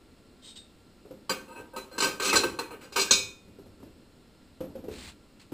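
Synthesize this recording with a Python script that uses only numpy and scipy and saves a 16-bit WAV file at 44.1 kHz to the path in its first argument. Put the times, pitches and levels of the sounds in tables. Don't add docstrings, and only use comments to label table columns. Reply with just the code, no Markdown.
import sys
import numpy as np
from scipy import signal
from scipy.fft import rfft, irfft
from scipy.io import wavfile
from scipy.ndimage import uniform_filter1d

SR = 44100
rng = np.random.default_rng(int(sys.argv[2]) if len(sys.argv) > 2 else 0)


def transcribe(signal):
    frames = np.atleast_2d(signal).T
    limited = np.clip(frames, -1, 1)
    pcm = np.round(limited * 32767).astype(np.int16)
    wavfile.write(sys.argv[1], SR, pcm)


N = 243873

# start in seconds, chatter length in seconds, strength in dB,
# hardness (treble over middle) in dB, grip (favours bolt ring over bracket ring) in dB.
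CONTACTS = [(1.2941, 0.0097, -28, 0.5, 6), (1.305, 0.02, -37, -6, 3), (1.479, 0.075, -50, -14, 22),
            (1.558, .051, -47.5, -15, 14), (1.733, 0.037, -51, -34, 41), (1.7616, 0.02, -37, -8, 6.5),
            (1.913, 0.051, -47.5, -8.5, 16), (1.98, 0.008, -32, .5, 6), (2.0031, 0.0049, -31, 8, 14),
            (2.021, .016, -25.5, 0, 2), (2.042, 0.012, -28, 1.5, 17), (2.068, 0.012, -36.5, 2, 5),
            (2.1982, 0.006, -31.5, -3, 7), (2.22, 0.018, -32, 2, -4), (2.244, 0.055, -28, 2.5, 3),
            (2.328, 0.017, -23, -4.5, -1.5), (2.356, 0.0051, -21.5, 3, 9), (2.366, 0.0044, -29.5, 14, 14.5),
            (2.4345, 0.0049, -26, -15.5, 16), (2.588, 0.0079, -32, -1.5, 7.5),
            (2.706, 0.034, -44.5, -16, 8), (2.809, 0.046, -51, -3, 5), (2.922, 0.021, -48.5, 2, 1),
            (2.959, 0.025, -25, -2.5, -6), (2.993, 0.021, -38.5, 17, 0.5), (3.014, 0.002, -36.5, 10, 2.5),
            (3.108, 0.0055, -26, 10, -5.5), (3.13, .002, -41.5, 22.5, -9.5)]
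# frequency in Hz, relative level in dB, t60 in seconds.
WASHER_MODES = [(3680, 0, .22), (3745, -1, .22), (8285, -5, .2), (8350, -6, .2)]


def amp(db):
    return 10 ** (np.asarray(db) / 20)


def unit(x):
    return x / np.sqrt(np.sum(x ** 2) + 1e-20)


def at_level(x, db):
    return amp(db) * x / np.sqrt(uniform_filter1d(x ** 2, SR // 100).max() + 1e-20)


def onset(n, rise_s):
    return 1 - np.exp(-np.arange(n) / SR / rise_s)


def curve_at(points, hz):
    points_hz, values = np.transpose(points)
    return np.interp(np.log(hz + 1), np.log(points_hz), values)


def add(mix, start_s, sound):
    part = mix[max(round(start_s * SR), 0):][:len(sound)]
    part += sound[:len(part)]


def colour(x, spectrum):
    size = 2048
    gain = amp(curve_at(spectrum, np.fft.rfftfreq(size, 1 / SR)))
    cepstrum = irfft(np.log(gain))
    cepstrum[1:size // 2] *= 2
    cepstrum[size // 2 + 1:] = 0
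    return signal.fftconvolve(x, irfft(np.exp(rfft(cepstrum))))[:len(x)]


def hiss(spectrum):
    return unit(colour(rng.standard_normal(N), spectrum)) * np.sqrt(N)


def wander(n, smooth_samples):
    return unit(uniform_filter1d(rng.standard_normal(n), smooth_samples)) * np.sqrt(n)


def ring(modes):
    out = np.zeros(SR * 3 // 4)
    for hz, db, t60_s in modes:
        t = np.arange(min(int(t60_s * SR), len(out))) / SR
        out[:len(t)] += amp(db - 60 * t / t60_s) * np.sin(2 * np.pi * (hz * t + rng.random()))
    return unit(out)


def struck(pitches_hz, decays, place_db=-0.5, split_hz=14, twin_db=-6):
    places, splits = rng.standard_normal((2, len(pitches_hz)))
    modes = [(hz, db + place_db * place, t60_s)
             for hz, (db, t60_s), place in zip(pitches_hz, decays, places)]
    twins = [(hz + split_hz * split, db + twin_db, t60_s)
             for (hz, db, t60_s), split in zip(modes, splits)]
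    return ring(modes + twins)


def strokes(rows, attack_share, release_s, slope_db_per_s=0):
    out, t = np.zeros(N), np.arange(SR) / SR
    for start_s, length_s, db in rows:
        swell = np.minimum(t / (attack_share * length_s), 1)
        release = np.exp(-np.maximum(t - length_s, 0) / release_s)
        add(out, start_s, amp(db + slope_db_per_s * t) * swell * release)
    return out


def garage(direct_db, near_db, near_s):
    # frequency in Hz, reverberation t60 in seconds.
    reverb_times = [(100, 0.98), (400, 0.45), (1000, 0.46), (2800, 0.34), (7300, 0.35), (15000, 0.42)]
    t = np.arange(SR * 3 // 4) / SR
    hz, frame_s, spectra = signal.stft(rng.standard_normal(len(t)), SR, nperseg=256)
    decay = amp(-60 * frame_s / curve_at(reverb_times, hz)[:, None])
    tail = signal.istft(spectra * decay, SR, nperseg=256)[1][:len(t)]
    tail *= onset(len(t), rise_s=0.0016)
    near = rng.standard_normal(len(t)) * np.exp(-t / near_s)
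    return unit(amp(direct_db) * (t == 0) + amp(near_db) * unit(near) + unit(tail))


def room_noise(noise_db=-57, whine_db=-73.5):
    # frequency in Hz, relative level in dB.
    noise_spectrum = [(25, -5), (86, -3.5), (156, -7), (240, -1.5), (400, -8.5), (540, -12), (700, -17.5),
                      (1800, -24), (3300, -25), (4200, -24.5), (5400, -27), (6050, -39), (6500, -33),
                      (7900, -28), (10000, -36.5), (15000, -38)]
    # frequency in Hz, relative level in dB, t60 in seconds.
    whine_modes = [(1370, -3.5, 0.15), (2750, -2, .04), (4136, 0.5, 0.039), (6620, -16, 0.024),
                   (7900, -8.5, .015)]
    whine = signal.fftconvolve(rng.standard_normal(N), ring(whine_modes))[:N]
    return amp(noise_db) * hiss(noise_spectrum) + amp(whine_db) * whine


def sleeve(rustle_db=-4, grain_db=1.6):
    # start in seconds, length in seconds, relative level in dB.
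    brushes = [(4.895, 0.2, -47), (5.395, 0.024, -53)]
    # frequency in Hz, relative level in dB.
    rustle_spectrum = [(500, -9), (1200, -8), (2600, -3), (3400, -5), (4100, -2), (6000, -14), (7900, -7.5),
                       (10500, -21.5), (13200, -29), (14900, -20)]
    flap_spectrum = [(25, -8), (70, 15), (130, -13), (300, -20.5), (700, -45)]
    grains = wander(N, smooth_samples=120)
    rub = strokes(brushes, attack_share=0.16, release_s=0.019, slope_db_per_s=20)
    rustle = rub * hiss(rustle_spectrum) * amp(grain_db * grains + rustle_db)
    swing = strokes(brushes[:1], attack_share=0.12, release_s=0.091, slope_db_per_s=-38)
    return rustle + swing * hiss(flap_spectrum)


def washer_slides(ring_db=-3, rasp_db=-3):
    # start in seconds, length in seconds, relative level in dB.
    slides = [(.415, 0.094, -47.5), (.552, .025, -45)]
    # frequency in Hz, relative level in dB.
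    rasp_spectrum = [(800, -23), (2800, -16), (3700, -3), (4700, -10), (6000, -20.5), (8300, -11),
                     (9800, -36), (15000, -34.5)]
    push = strokes(slides, attack_share=0.35, release_s=0.013)
    tone = signal.fftconvolve(push * rng.standard_normal(N), ring(WASHER_MODES))[:N]
    friction = push * hiss(rasp_spectrum)
    rasp = signal.fftconvolve(friction, garage(direct_db=0, near_db=1, near_s=0.0051))[:N]
    return amp(ring_db) * tone + amp(rasp_db) * rasp


def housing_bumps(trim_db=-5, note_t60_s=0.11, rebound_s=0.03, rebound_db=-9):
    # start in seconds, relative level in dB, hollow note in Hz.
    bumps = [(1.053, -42, 418), (1.108, -35.5, 517.5), (1.596, -40.5, 450), (2.338, -32.5, 100.6),
             (3.111, -28.5, 250), (3.478, -45.5, 208), (3.586, -40.5, 397), (3.658, -43, 219),
             (3.8, -44.5, 258), (3.827, -37.5, 277.6), (4.605, -26.5, 517), (4.753, -31.5, 531),
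             (4.839, -35, 513), (4.882, -27.5, 430), (5.519, -29, 324.5)]
    # frequency in Hz, relative level in dB.
    thud_spectrum = [(40, -14), (150, -6), (300, 3), (550, -4.5), (720, -13.5), (1400, -21.5), (2000, -31),
                     (2600, -27.5), (5000, -33.5), (10500, -40.5), (12300, -21), (14000, -48.5)]
    boom_spectrum = [(25, -22), (65, 2.5), (105, 9), (150, -7), (230, 5), (400, -10.5), (1000, -37)]
    out = np.zeros(N)
    for start_s, db, note_hz in bumps:
        boom_db = -6 - 12 * np.log2(note_hz / 310)
        for delay_s, softer_db in (0, 0), (rebound_s, rebound_db):
            room = garage(direct_db=-9, near_db=-0.5, near_s=0.017)
            thud = unit(colour(room, thud_spectrum))
            note = unit(colour(ring([(note_hz, 0, note_t60_s)]), thud_spectrum))
            boom = amp(boom_db) * unit(colour(room, boom_spectrum))
            sound = (thud + note + boom) * onset(len(room), rise_s=0.0014)
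            add(out, start_s + delay_s, at_level(sound, db + trim_db + softer_db))
    return out


def squeals(waver_share=0.0034):
    # start in seconds, length in seconds, pitch in Hz, level in dB, glide as a share of pitch.
    tones = [(1.303, 0.028, 4740, -33.5, 0), (1.304, 0.023, 7240, -37, 0), (1.549, 0.057, 2560, -52.5, 0),
             (1.757, 0.1, 4020, -51.5, 0.014), (1.922, 0.027, 4190, -52.5, 0),
             (2.291, 0.04, 2580, -29.5, 0.027), (2.32, 0.042, 2030, -33.5, -0.33),
             (2.358, 0.012, 4210, -30.5, 0), (2.927, 0.018, 4870, -48.5, 0),
             (3.073, 0.039, 1600, -42.5, 0.14)]
    out = np.zeros(N)
    for start_s, length_s, hz, db, glide in tones:
        n = int(length_s * SR)
        drift = wander(SR, smooth_samples=90)[:n]
        pitch_hz = hz * (1 + waver_share * drift + glide * np.linspace(-0.5, 0.5, n))
        tone = np.sin(2 * np.pi * np.cumsum(pitch_hz) / SR) * signal.windows.tukey(n, 0.5)
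        sound = signal.fftconvolve(tone, garage(direct_db=29, near_db=-8, near_s=0.0067))
        add(out, start_s, at_level(sound, db))
    return out


def washer_snaps(washer_db=-12):
    # start in seconds, level in dB.
    snaps = [(1.762, -67), (3.018, -32.5), (3.1093, -14)]
    # frequency in Hz, relative level in dB, t60 in seconds.
    head_modes = [(3950, -1, 0.056), (4113, -2, .05), (6110, 2, 0.0392), (6600, 1, 0.035),
                  (7800, -5.5, 0.13)]
    out = np.zeros(N)
    for start_s, db in snaps:
        ping = ring(head_modes) + amp(washer_db) * ring(WASHER_MODES)
        sound = signal.fftconvolve(ping, garage(direct_db=1, near_db=0.5, near_s=0.0019))
        sound *= onset(len(sound), rise_s=0.0008)
        add(out, start_s, at_level(sound, db))
    return out


def first_blow_db(length_s, fall_db_per_s=257):
    return 2.5 - fall_db_per_s * length_s


def casting_clunks(trim_db=-4):
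    # frequency in Hz, relative level in dB, t60 in seconds.
    casting_modes = [(450, -4.5, 0.085), (922, -5.5, 0.041), (1110, 4.5, 0.033), (1567, -12, 0.053)]
    out = np.zeros(N)
    for start_s, length_s, strength_db, _, _ in CONTACTS:
        clunk = signal.fftconvolve(ring(casting_modes), garage(direct_db=10.5, near_db=-9, near_s=0.004))
        clunk *= onset(len(clunk), rise_s=0.0006)
        add(out, start_s, at_level(clunk, strength_db + trim_db + first_blow_db(length_s)))
    return out


def chatter(length_s, count=80, gap_s=0.001, spread_db=2.5):
    slip_s = (np.arange(count) + rng.random(count)) * gap_s
    kicks = rng.choice([-1, 1], count) * amp(spread_db * rng.standard_normal(count))
    gate = np.clip((length_s - slip_s) / gap_s + 1, 0, 1)
    slips = np.zeros(SR // 10)
    slips[(slip_s * SR).astype(int)] = kicks * gate
    slips = unit(slips)
    slips[0] += amp(first_blow_db(length_s))
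    return slips


def registers_db(strength_db, hardness_db, usual_db=-30):
    force_db = strength_db - usual_db
    bass_db = -32 + 0.84 * force_db - 0.25 * hardness_db
    top_db = -40.5 + 0.93 * force_db
    return bass_db, strength_db, strength_db + hardness_db, top_db


def bolt_contacts(bolt_db=-1, trim_db=-2.5, damping_db_per_s=45):
    # frequency in Hz, relative level in dB.
    crack_spectrum = [(40, -19), (170, -6), (300, 4), (400, 5.5), (520, 5.5), (680, -11), (820, -2),
                      (1150, 6), (1850, 1), (2750, 6), (3500, -6), (6500, -4), (9200, -12.5), (10200, -14),
                      (13000, -14.5), (14800, -16.5)]
    bracket_hz = [394, 941, 1125, 1223, 1540, 2293, 2488, 2619, 2855, 3655, 3768, 4017, 4182, 4317, 4694,
                  4818, 5105, 5353, 5738, 6262, 6645, 6895, 7182, 7983, 9146, 9512, 9705, 14300, 14489,
                  14850]
    bolt_hz = [520, 937, 1250, 1552, 2640, 2800, 3100, 4140, 4780, 5770, 6228, 7220, 7850, 9380, 10450,
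               13540, 14650]
    # relative level in dB, t60 in seconds.
    bracket_decays = [(-2.5, 0.61), (-22.5, 0.26), (-12.5, 0.21), (2, 0.28), (7, 0.11), (1, 0.45),
                      (0, 0.66), (-7.5, 0.24), (-11.5, 0.25), (-13, 0.54), (-9, 0.2), (-7.5, 0.33),
                      (-7, .22), (-7, 0.22), (-13, 0.11), (-3, 0.15), (-8.5, 0.37), (-9, 0.3), (-5, 0.15),
                      (-12.5, 0.34), (-14, 0.25), (-13, 0.43), (-7, 0.16), (-5.5, 0.19), (-20.5, 0.27),
                      (-11.5, 0.38), (-11.5, .34), (-15.5, .32), (-6.5, .45), (-15, .28)]
    bolt_decays = [(-7, 0.12), (1.5, 0.063), (2.5, 0.078), (4, 0.14), (0.5, 0.079), (-15, 0.016),
                   (4, 0.014), (8.5, 0.043), (1.5, 0.04), (-4.5, 0.038), (-11, 0.026), (-6, .05),
                   (-2, 0.06), (-8, .05), (-13, 0.067), (-15, 0.059), (-11.5, 0.071)]
    crossovers_hz = [700, 3400, 8700]
    edges_hz = [20, *crossovers_hz, 18000]
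    bands = [signal.butter(4, pair, "band", fs=SR, output="sos") for pair in zip(edges_hz, edges_hz[1:])]
    out = np.zeros(N)
    for start_s, length_s, strength_db, hardness_db, grip_db in CONTACTS:
        slips = chatter(length_s)
        crack = unit(colour(garage(direct_db=-14, near_db=2, near_s=0.014), crack_spectrum))
        n = len(crack)
        t = np.arange(n) / SR
        rise = onset(n, rise_s=0.0023)
        bolt = struck(bolt_hz, bolt_decays)
        bolt = signal.fftconvolve(bolt, garage(direct_db=10.5, near_db=-5.5, near_s=0.0021))[:n]
        bolt = amp(bolt_db + grip_db / 2) * unit(bolt)
        clatter = signal.fftconvolve(slips, rise * (crack + bolt))[:n]
        gathered = np.sqrt(np.cumsum(np.pad(slips, (0, n - len(slips))) ** 2))
        damping = amp(-grip_db / 2 - damping_db_per_s * amp(grip_db) * t)
        bracket = damping * gathered * rise * struck(bracket_hz, bracket_decays)
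        for band, db in zip(bands, registers_db(strength_db, hardness_db)):
            add(out, start_s, at_level(signal.sosfilt(band, clatter + bracket), db + trim_db))
    return out


def scene(side_db=-72):
    # frequency in Hz, relative level in dB.
    side_spectrum = [(25, 7), (100, -14.5), (400, -17.5), (1500, -28), (4000, -27.5), (9000, -42.5)]
    steel = bolt_contacts() + casting_clunks() + washer_snaps() + squeals()
    mid = steel + housing_bumps() + washer_slides() + sleeve() + room_noise()
    side = amp(side_db) * hiss(side_spectrum)
    return np.array([mid + side, mid - side])


def record(dry, notch_hz=12000, cutoff_hz=15270):
    notched = signal.lfilter(*signal.iirnotch(notch_hz, Q=22, fs=SR), dry)
    lowpass = signal.firwin(801, cutoff_hz, window=("kaiser", 8), fs=SR)
    return signal.oaconvolve(notched, lowpass[None], "same")


dry = scene()
out = record(dry)
transcribe(out)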